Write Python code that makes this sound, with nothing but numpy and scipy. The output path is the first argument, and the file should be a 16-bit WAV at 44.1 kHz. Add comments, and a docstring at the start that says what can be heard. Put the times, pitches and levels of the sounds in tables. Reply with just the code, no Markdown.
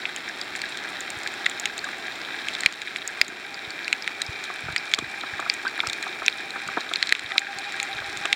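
"""Snapping shrimp crackle over a coral reef, around a camera in a watertight housing.
Far snaps merge into filtered-noise hiss; nearer ones are clicks that ring housing modes, the loudest overloading.
Water is a low noise wash with decaying-sine bubbles; low bumps are soft tone bursts; a small motor hums in short
harmonic steps over a faint whine; scuffs ring low housing modes. Gain control ducks after the loudest snaps."""
import sys
import numpy as np
from scipy import signal
from scipy.fft import rfft, irfft
from scipy.io import wavfile
from scipy.ndimage import map_coordinates

SR = 44100
rng = np.random.default_rng(int(sys.argv[2]) if len(sys.argv) > 2 else 0)


def unload_audio(sound):
    """Save the sound as a 16-bit wav file, at the path given as the first command line argument."""
    columns = np.transpose(np.atleast_2d(sound))
    # keep every value between -1 and 1, then stretch to whole-number steps
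    steps = np.round(np.clip(columns, -1, 1) * 32767)
    wavfile.write(sys.argv[1], SR, steps.astype(np.int16))


N = 368235


def from_db(db):
    """Decibels to amplitude gain."""
    return 10 ** (np.asarray(db) / 20)


def rms_one(x):
    """Scale to unit rms."""
    return x / np.sqrt(np.mean(x ** 2) + 1e-20)


def in_time(rows):
    """Interpolate (time_s, value) rows at every sample."""
    return np.interp(np.arange(N) / SR, *np.transpose(rows))


def seconds(length_s):
    """Sample times of a short sound, from zero."""
    return np.arange(int(length_s * SR)) / SR


def add(out, start_s, sound):
    """Mix a sound into out from start_s, cut at the end."""
    i = max(0, round(start_s * SR))
    out[i:i + len(sound)] += sound[:max(0, N - i)]


def band(x, low_hz, high_hz):
    """Causal band-pass."""
    sos = signal.butter(3, [low_hz, high_hz], "band", fs=SR, output="sos")
    return signal.sosfilt(sos, x + 1e-18)


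def ring(drive, hz, t60_s):
    """Damped mode as a two-pole resonator; a unit click gives about unit energy."""
    radius = from_db(-60 / (t60_s * SR))
    angle = 2 * np.pi * hz / SR
    poles = [1, -2 * radius * np.cos(angle), radius * radius]
    return np.sqrt(2 * (1 - radius * radius)) * signal.lfilter([.5, 0, -.5], poles, drive + 1e-18)


def coloured(x, spectrum):
    """Shape x with a minimum-phase filter through (freq_hz, density_db) points; unit rms."""
    hz, db = np.transpose(spectrum)
    grid_hz = np.linspace(0, SR / 2, 2049)
    gain = from_db(np.interp(np.log(grid_hz + 1), np.log(hz), db))
    cepstrum = irfft(np.log(gain))
    # doubling the causal half of the cepstrum makes the response causal
    response = irfft(np.exp(rfft(2 * cepstrum[:len(grid_hz) - 1], len(cepstrum))))
    return rms_one(signal.fftconvolve(x, response)[:N])


def drift(knots_per_s):
    """Smooth random curve through knots; unit rms."""
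    knots = rng.standard_normal(2000)
    return rms_one(map_coordinates(knots, [np.arange(N) / SR * knots_per_s], order=3, mode="wrap"))


def blow(t, scatter_db, scatter_s, tail_db, tail_s):
    """Unit click plus decaying noise: close reflections and a fainter tail."""
    close, far = rng.standard_normal((2, len(t)))
    close = close * np.exp(-t / scatter_s)
    far = far * np.exp(-t / tail_s)
    reflections = from_db(scatter_db) * close / np.linalg.norm(close)
    tail = from_db(tail_db) * far / np.linalg.norm(far)
    return (t == 0) + reflections + tail


# far hiss spectrum: freq_hz, relative_density_db_per_hz
HISS_SPECTRUM = [(600, -20), (1000, -6.5), (1300, 1.5), (1650, 4), (2400, 2.5), (3100, -4.5), (3900, -1),
                 (4900, -12), (5400, -8.5), (6300, -20), (7500, -14.5), (10000, -31), (12000, -48),
                 (15500, -87)]


def far_hiss(per_s):
    """Sparse random clicks, thousands a second, merge into a grainy coloured hiss."""
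    clicks = rng.standard_normal(N) * (rng.random(N) < per_s / SR)
    return coloured(clicks, HISS_SPECTRUM)


# housing modes, also rung by near snaps: mode_hz, level_db, t60_s
HOUSING_MODES = [(1620, 2.5, 0.027), (1950, 4, 0.0039), (2370, 0, 0.0099), (3166, 0, 0.0074),
                 (3750, 0, 0.0059), (4570, -3.5, 0.015), (5499, -9, 0.0024), (6500, -15.5, 0.009),
                 (7070, -7, 0.0017), (8360, -13, 0.0012), (10630, -21.5, 0.0032), (12800, -33, .001),
                 (14800, -28, .001)]


def crackle(per_s, spread_db, limit, focus_db_per_octave):
    """Mid-distance snaps: few strong, many weak, each favouring modes near its own pitch."""
    count = int(per_s * N / SR)
    at = rng.integers(0, N, count)
    own_octave = rng.uniform(np.log2(1300), np.log2(15000), count)
    size_db = spread_db * np.minimum(-np.log((np.arange(count) + 1) / count), limit)
    out = np.zeros(N)
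    for hz, db, t60_s in HOUSING_MODES:
        mode_db = size_db - focus_db_per_octave * np.abs(np.log2(hz) - own_octave)
        clicks = np.zeros(N)
        clicks[at] = from_db(mode_db) * rng.choice([-1, 1], count)
        out += from_db(db) * band(ring(clicks, hz, t60_s), hz * .7, min(hz * 1.4, SR * .45))
    paths = blow(seconds(.04), scatter_db=-5, scatter_s=.001, tail_db=-12, tail_s=.005)
    return rms_one(signal.fftconvolve(out, paths)[:N])


# far-colony level curve: time_s, hiss_rms_db
COLONY_LEVEL = [(0, -37.5), (1, -35.5), (2, -36.5), (2.6, -35), (3.5, -37.5), (4.3, -38), (5.5, -36.5),
                (6.5, -37), (7.5, -36), (8.35, -36)]


def colony():
    """Far hiss and mid-distance crackle share one slightly wavering level."""
    hiss = far_hiss(per_s=5000)
    ticks = crackle(per_s=420, spread_db=5.3, limit=3.6, focus_db_per_octave=16)
    waver_db = .5 * drift(knots_per_s=9)
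    return from_db(in_time(COLONY_LEVEL) + waver_db) * (hiss + from_db(-3.0) * ticks)


# wash spectrum: freq_hz, relative_density_db_per_hz
WASH_SPECTRUM = [(25, -18), (60, -19), (130, -10), (250, -4), (370, 1.5), (520, -7), (770, 1), (1000, -7.5),
                 (1600, -30.5)]
# wash swell, added to the base level: time_s, offset_db
WASH_SWELL = [(0, 0.5), (1, 2), (2.3, 2), (3.6, 1), (4.6, -1), (6, 1.5), (7.2, -1), (8.35, 1)]
WASH_BASE_DB = -45


def wash():
    """Low noise of the water, slowly swelling."""
    return from_db(WASH_BASE_DB + in_time(WASH_SWELL)) * coloured(rng.standard_normal(N), WASH_SPECTRUM)


# housing mode groups, rows body, crack, sizzle: low_hz, high_hz
MODE_GROUPS = [(1350, 3230), (3000, 5680), (5500, 9200)]


def modes_between(drive, low_hz, high_hz):
    """Housing modes within one band, alternating in sign."""
    rings = sum(from_db(db) * ring(drive, hz, t60_s) * (-1) ** k
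                for k, (hz, db, t60_s) in enumerate(HOUSING_MODES) if low_hz < hz < high_hz)
    return band(rings, low_hz, high_hz)


def snap(peak_db, crack_db, sizzle_db, body_hz, crack_hz, body_t60_s, crack_t60_s, air_db):
    """A claw's collapsing cavity: a click rings the housing with a colour of its own."""
    pulse = blow(seconds(.04), scatter_db=-3.5, scatter_s=.0015, tail_db=-12, tail_s=.004)
    body = band(ring(pulse, body_hz, body_t60_s), *MODE_GROUPS[0])
    crack = band(ring(pulse, crack_hz, crack_t60_s), *MODE_GROUPS[1])
    sizzle = modes_between(pulse, *MODE_GROUPS[2])
    air = band(pulse, 9000, 15500)
    parts = [(body, 0), (crack, crack_db), (sizzle, sizzle_db), (air, sizzle_db + air_db)]
    sound = sum(from_db(db) * part / np.linalg.norm(part) for part, db in parts)
    return from_db(peak_db) * sound / np.abs(sound).max()


# nearest snaps: start_s, peak_db, crack_re_body_db, sizzle_re_body_db, body_hz, crack_hz
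NEAREST_SNAPS = [(0.0541, -9, -14, -41, 2330, 3440), (0.5523, -15.5, -20, -16, 2120, 3400),
                 (0.6171, -12, 0.5, -8, 2310, 4100), (1.103, -16, -6, 3, 2580, 4430),
                 (1.2741, -11.5, -1, -7, 2370, 4030), (1.4593, -13, 2, -14, 2200, 3720),
                 (1.463, -3, -9.5, -20, 1980, 3770), (1.5981, -12, 6, 13, 2170, 5200),
                 (1.6562, -4.5, -3, -8, 2300, 3520), (1.7793, -14.5, 4, 2.5, 2400, 3730),
                 (2.4849, -8, -3.5, -13.5, 2330, 3220), (2.5503, -13.5, 6, -10, 2100, 3440),
                 (2.6064, -13.5, 6, 8, 1700, 4280), (2.6344, -10, -9, -18, 1860, 4300),
                 (2.6608, 5.5, -8.5, -34, 2310, 4190), (2.8176, -13, -7, -12, 2180, 3850),
                 (2.9607, -7.5, -7, -18, 2210, 3580), (3.0763, -8.5, 13, 27, 2270, 4950),
                 (3.2141, 5, -3.5, -16.5, 2320, 4780), (3.8796, -11.5, -11, -16, 2240, 4500),
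                 (3.928, -1, -10, -15.5, 2300, 4100), (4.0766, -6.5, -9.5, -20, 1940, 3720),
                 (4.218, -7.5, 8, 1.5, 1870, 3800), (4.7622, -3, -8.5, -15.5, 2020, 4240),
                 (4.9375, 1, 2, -13, 2370, 3340), (4.9463, -10.5, 21, 13, 1830, 4365),
                 (4.988, -11, 5, -1, 1670, 3800), (5.4985, -0.5, 3, -22, 2480, 4650),
                 (5.803, -4.5, -3, -41, 2360, 3600), (5.8713, -8, 0, -2.5, 2560, 5330),
                 (5.8981, -13.5, 11, 0, 2220, 3660), (5.9316, -11.5, 9, 2, 2310, 3900),
                 (6.2625, -7, 1.5, -3, 2540, 5530), (6.2811, 2, -6.5, -32, 2360, 3900),
                 (6.9364, -7, 4.5, -7, 2290, 3560), (6.9583, -7, 4, -21, 2370, 4080),
                 (7.0269, -0.5, 0, -19, 1970, 4040), (7.0923, -11, 3, -6, 2300, 4230),
                 (7.1239, 3, -6.5, -23, 2000, 4110), (7.1507, -8.5, -8, -20, 2280, 3860),
                 (7.3192, -11, -5, -28, 1920, 3610), (7.3805, 3, 1, -32, 2400, 3910),
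                 (7.8001, -8.5, -4, -13, 2360, 4060), (8.255, -7.5, -5, -11, 2680, 3540),
                 (8.3282, 1, -4.5, -16.5, 2400, 3830)]
# lesser snaps, columns mean, spread; rows peak_db, crack_re_body_db, sizzle_re_body_db, body_hz, crack_hz
LESSER_SNAP_STATS = [(-19, 2.3), (3, 5.1), (-2, 6), (2173, 180), (4100, 500)]
LESSER_PER_S = 5.5


def near_snaps():
    """Nearest shrimp at set times, plus lesser ones, one at random in each equal slot."""
    out = np.zeros(N)
    count = int(LESSER_PER_S * N / SR)
    mean, spread = np.transpose(LESSER_SNAP_STATS)
    starts_s = (np.arange(count) + rng.random(count)) / LESSER_PER_S
    colours = mean + spread * rng.standard_normal((count, len(mean)))
    lesser = np.column_stack([starts_s, colours])
    for start_s, *colour in [*NEAREST_SNAPS, *lesser]:
        add(out, start_s, snap(*colour, body_t60_s=.0049, crack_t60_s=.0063, air_db=-17.5))
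    return out


# motor harmonics: multiple, level_db
MOTOR_HARMONICS = [(1, 2.5), (2, -1), (3, -2)]
# motor step curve: time_s, level_db, timing_spread_s
MOTOR_STEPS = [(0, -72, .02), (1.4, -50, .02), (2.8, -63, .02), (3.6, -51, .02), (4.4, -60, .02),
               (5.2, -51.5, .01), (6.1, -58, .02), (6.55, -44.5, .015), (6.95, -57, .01),
               (7.27, -60, 0.0054), (7.35, -42.5, .003), (8.0, -42.5, .003), (8.3, -40, .003)]
MOTOR_HZ, STEP_S = 797, .068
FIRST_STEP_S, STEP_EVERY_S = .078, .0799


def motor_steps(wander_hz, uneven_db):
    """Short harmonic tone bursts, ragged in timing, later evenly paced."""
    out, t = np.zeros(N), seconds(STEP_S)
    times_s, levels_db, spreads_s = np.transpose(MOTOR_STEPS)
    envelope = signal.windows.tukey(len(t), .8)
    for centre_s in np.arange(FIRST_STEP_S, N / SR, STEP_EVERY_S):
        db = np.interp(centre_s, times_s, levels_db)
        late_s = np.interp(centre_s, times_s, spreads_s) * rng.standard_normal()
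        turns = (MOTOR_HZ + wander_hz * rng.standard_normal()) * t + rng.random()
        tone = np.zeros(len(t))
        for multiple, order_db in MOTOR_HARMONICS:
            gain = from_db(order_db + uneven_db * rng.standard_normal())
            tone += gain * np.sin(2 * np.pi * round(multiple) * turns)
        add(out, centre_s + late_s - STEP_S / 2, from_db(db) * np.sqrt(2) * envelope * tone)
    return out


# whine level curve: time_s, rms_db
WHINE_LEVEL = [(0, -56), (3.6, -44.5), (4.2, -39.5), (5.3, -40.5), (7.3, -42), (8.35, -47.5)]
WHINE_HZ, WHINE_WIDTH_HZ = 2370, 230


def motor_whine(throb_db):
    """Narrow-band noise with an irregular throb."""
    whine = band(rng.standard_normal(N), WHINE_HZ - WHINE_WIDTH_HZ / 2, WHINE_HZ + WHINE_WIDTH_HZ / 2)
    return from_db(in_time(WHINE_LEVEL)) * rms_one(whine * from_db(throb_db * drift(knots_per_s=16)))


BUMP_S = .042


def bump(level_db, hz):
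    """Soft low thump: a sine under a bell, narrower in time at higher pitch."""
    t = seconds(BUMP_S)
    swell = np.hanning(len(t)) * np.exp(-(hz * (t - BUMP_S / 2) / .64) ** 2)
    return from_db(level_db) * np.sqrt(2) * swell * np.sin(2 * np.pi * (hz * t + rng.random()))


# low bumps; the 340-350 Hz ones are the boom of knocks on the housing;
# length up to BUMP_GAP_S = single bump: centre_s, flurry_length_s, level_db, pitch_hz
LOW_BUMPS = [(.52, 0, -49, 100), (1.173, 0, -41, 104), (3.291, 0.035, -33, 303), (3.679, 0.0084, -41, 118),
             (4.295, 0, -30, 99), (4.643, 0.097, -36.5, 120), (4.99, 0.025, -28, 340),
             (4.999, 0.084, -43, 99), (5.336, 0.027, -40.5, 98), (5.881, 0.021, -37.5, 104),
             (6.668, 0.032, -42, 144), (6.779, 0.0099, -25, 350), (7.251, 0, -44, 93),
             (7.566, 0.028, -45, 120), (7.95, .3, -46, 94.5)]
BUMP_GAP_S, BUMP_SPREAD_DB, BUMP_SPREAD_OCTAVES = .024, 5, .4
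BUMP_FADE_DB = 4  # fall over a flurry


def bumps():
    """Low tone bursts, single or in uneven, weakening flurries."""
    out = np.zeros(N)
    for centre_s, length_s, db, hz in LOW_BUMPS:
        first_s = centre_s - BUMP_S / 2
        add(out, first_s, bump(db, hz))
        for delay_s in np.arange(BUMP_GAP_S, length_s, BUMP_GAP_S):
            late, louder, higher = rng.uniform(-1.01, 1, 3)
            own_db = db + BUMP_SPREAD_DB * louder - BUMP_FADE_DB * delay_s / length_s
            own_hz = hz * 2 ** (BUMP_SPREAD_OCTAVES * higher)
            add(out, first_s + delay_s + BUMP_GAP_S / 2 * late, bump(own_db, own_hz))
    return out


# bubbles, level before onset and decay: start_s, level_db, pitch_hz, t60_s
BUBBLE_EVENTS = [(1.841, -14.5, 1620, 0.03), (1.868, -22, 1170, 0.031), (5.667, -11, 1567, 0.048)]


def bubbles():
    """Each bubble is a decaying sine with a soft onset."""
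    out, t = np.zeros(N), seconds(.1)
    for start_s, db, hz, t60_s in BUBBLE_EVENTS:
        envelope = from_db(db - 60 * t / t60_s) * (1 - np.exp(-hz * t / 2))
        add(out, start_s, envelope * np.sin(2 * np.pi * hz * t))
    return out


# dull scuffs on the housing: start_s, peak_db
SCUFFS = [(4.5, -22), (4.684, -20), (4.984, -18), (5.235, -20.5), (5.394, -17), (5.424, -22),
          (5.462, -20.5), (5.65, -19), (5.791, -19.5), (5.833, -19.5), (5.866, -21.5), (6.065, -20.5),
          (6.22, -17), (6.56, -18.5), (6.687, -19), (6.771, -12), (6.912, -21), (7.311, -23.5),
          (7.357, -20), (8.019, -21.5), (8.251, -17)]
# low housing modes: mode_hz, level_db, t60_s
SHELL_MODES = [(340, -2, 0.023), (692, 1, 0.021), (960, -3, 0.018), (1080, 1.5, 0.033), (1290, 11, 0.0066),
               (1700, 6.5, 0.0078)]


def knocks(soft_hz):
    """Soft scuffing contacts: a smeared pulse rings the low housing modes."""
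    out, t = np.zeros(N), seconds(.1)
    for start_s, peak_db in SCUFFS:
        pulse = blow(t, scatter_db=5, scatter_s=.005, tail_db=-10, tail_s=.012)
        rings = sum(from_db(db) * ring(pulse, hz, t60_s) * (-1) ** k
                    for k, (hz, db, t60_s) in enumerate(SHELL_MODES))
        knock = band(rings, 165, soft_hz)
        add(out, start_s, from_db(peak_db) * knock / np.abs(knock).max())
    return out


def scene():
    """Reef, water and camera, summed to one channel."""
    shrimp = colony() + near_snaps()
    water = wash() + bubbles()
    motor = motor_steps(wander_hz=7.6, uneven_db=2.2) + motor_whine(throb_db=1.5)
    contacts = bumps() + knocks(soft_hz=2300)
    return (shrimp + water + motor + contacts)[None]


def gain_control(x, threshold_db, ratio, release_db_per_s, attack_s):
    """Peaks over the threshold pull the gain down; it recovers linearly in dB."""
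    over_db = ratio * np.maximum(20 * np.log10(np.abs(x) + 1e-9) - threshold_db, 0)
    ramp_db = release_db_per_s * np.arange(N) / SR
    held_db = np.maximum.accumulate(over_db + ramp_db, axis=-1) - ramp_db
    r = np.exp(-1 / (attack_s * SR))
    return x * from_db(-signal.lfilter([1 - r], [1, -r], held_db))


# narrow recorder notches: centre_hz, width_hz
RECORDER_NOTCHES = [(2890, 186), (7850, 180), (11750, 680)]
TOP_CUT_HZ = 15900


def record(dry):
    """Gain control, overload clipping, bass cut, narrow notches, steep top cut."""
    x = gain_control(dry, threshold_db=-.5, ratio=.68, release_db_per_s=6, attack_s=.006)
    x = np.clip(x, -1.05, 1.05)
    x = signal.sosfilt(signal.butter(1, 35, "high", fs=SR, output="sos"), x)
    for hz, width_hz in RECORDER_NOTCHES:
        x = signal.lfilter(*signal.iirnotch(hz, hz / width_hz, fs=SR), x)
    return signal.sosfilt(signal.ellip(10, .2, 90, TOP_CUT_HZ, fs=SR, output="sos"), x)


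dry = scene()
out = record(dry)
unload_audio(out)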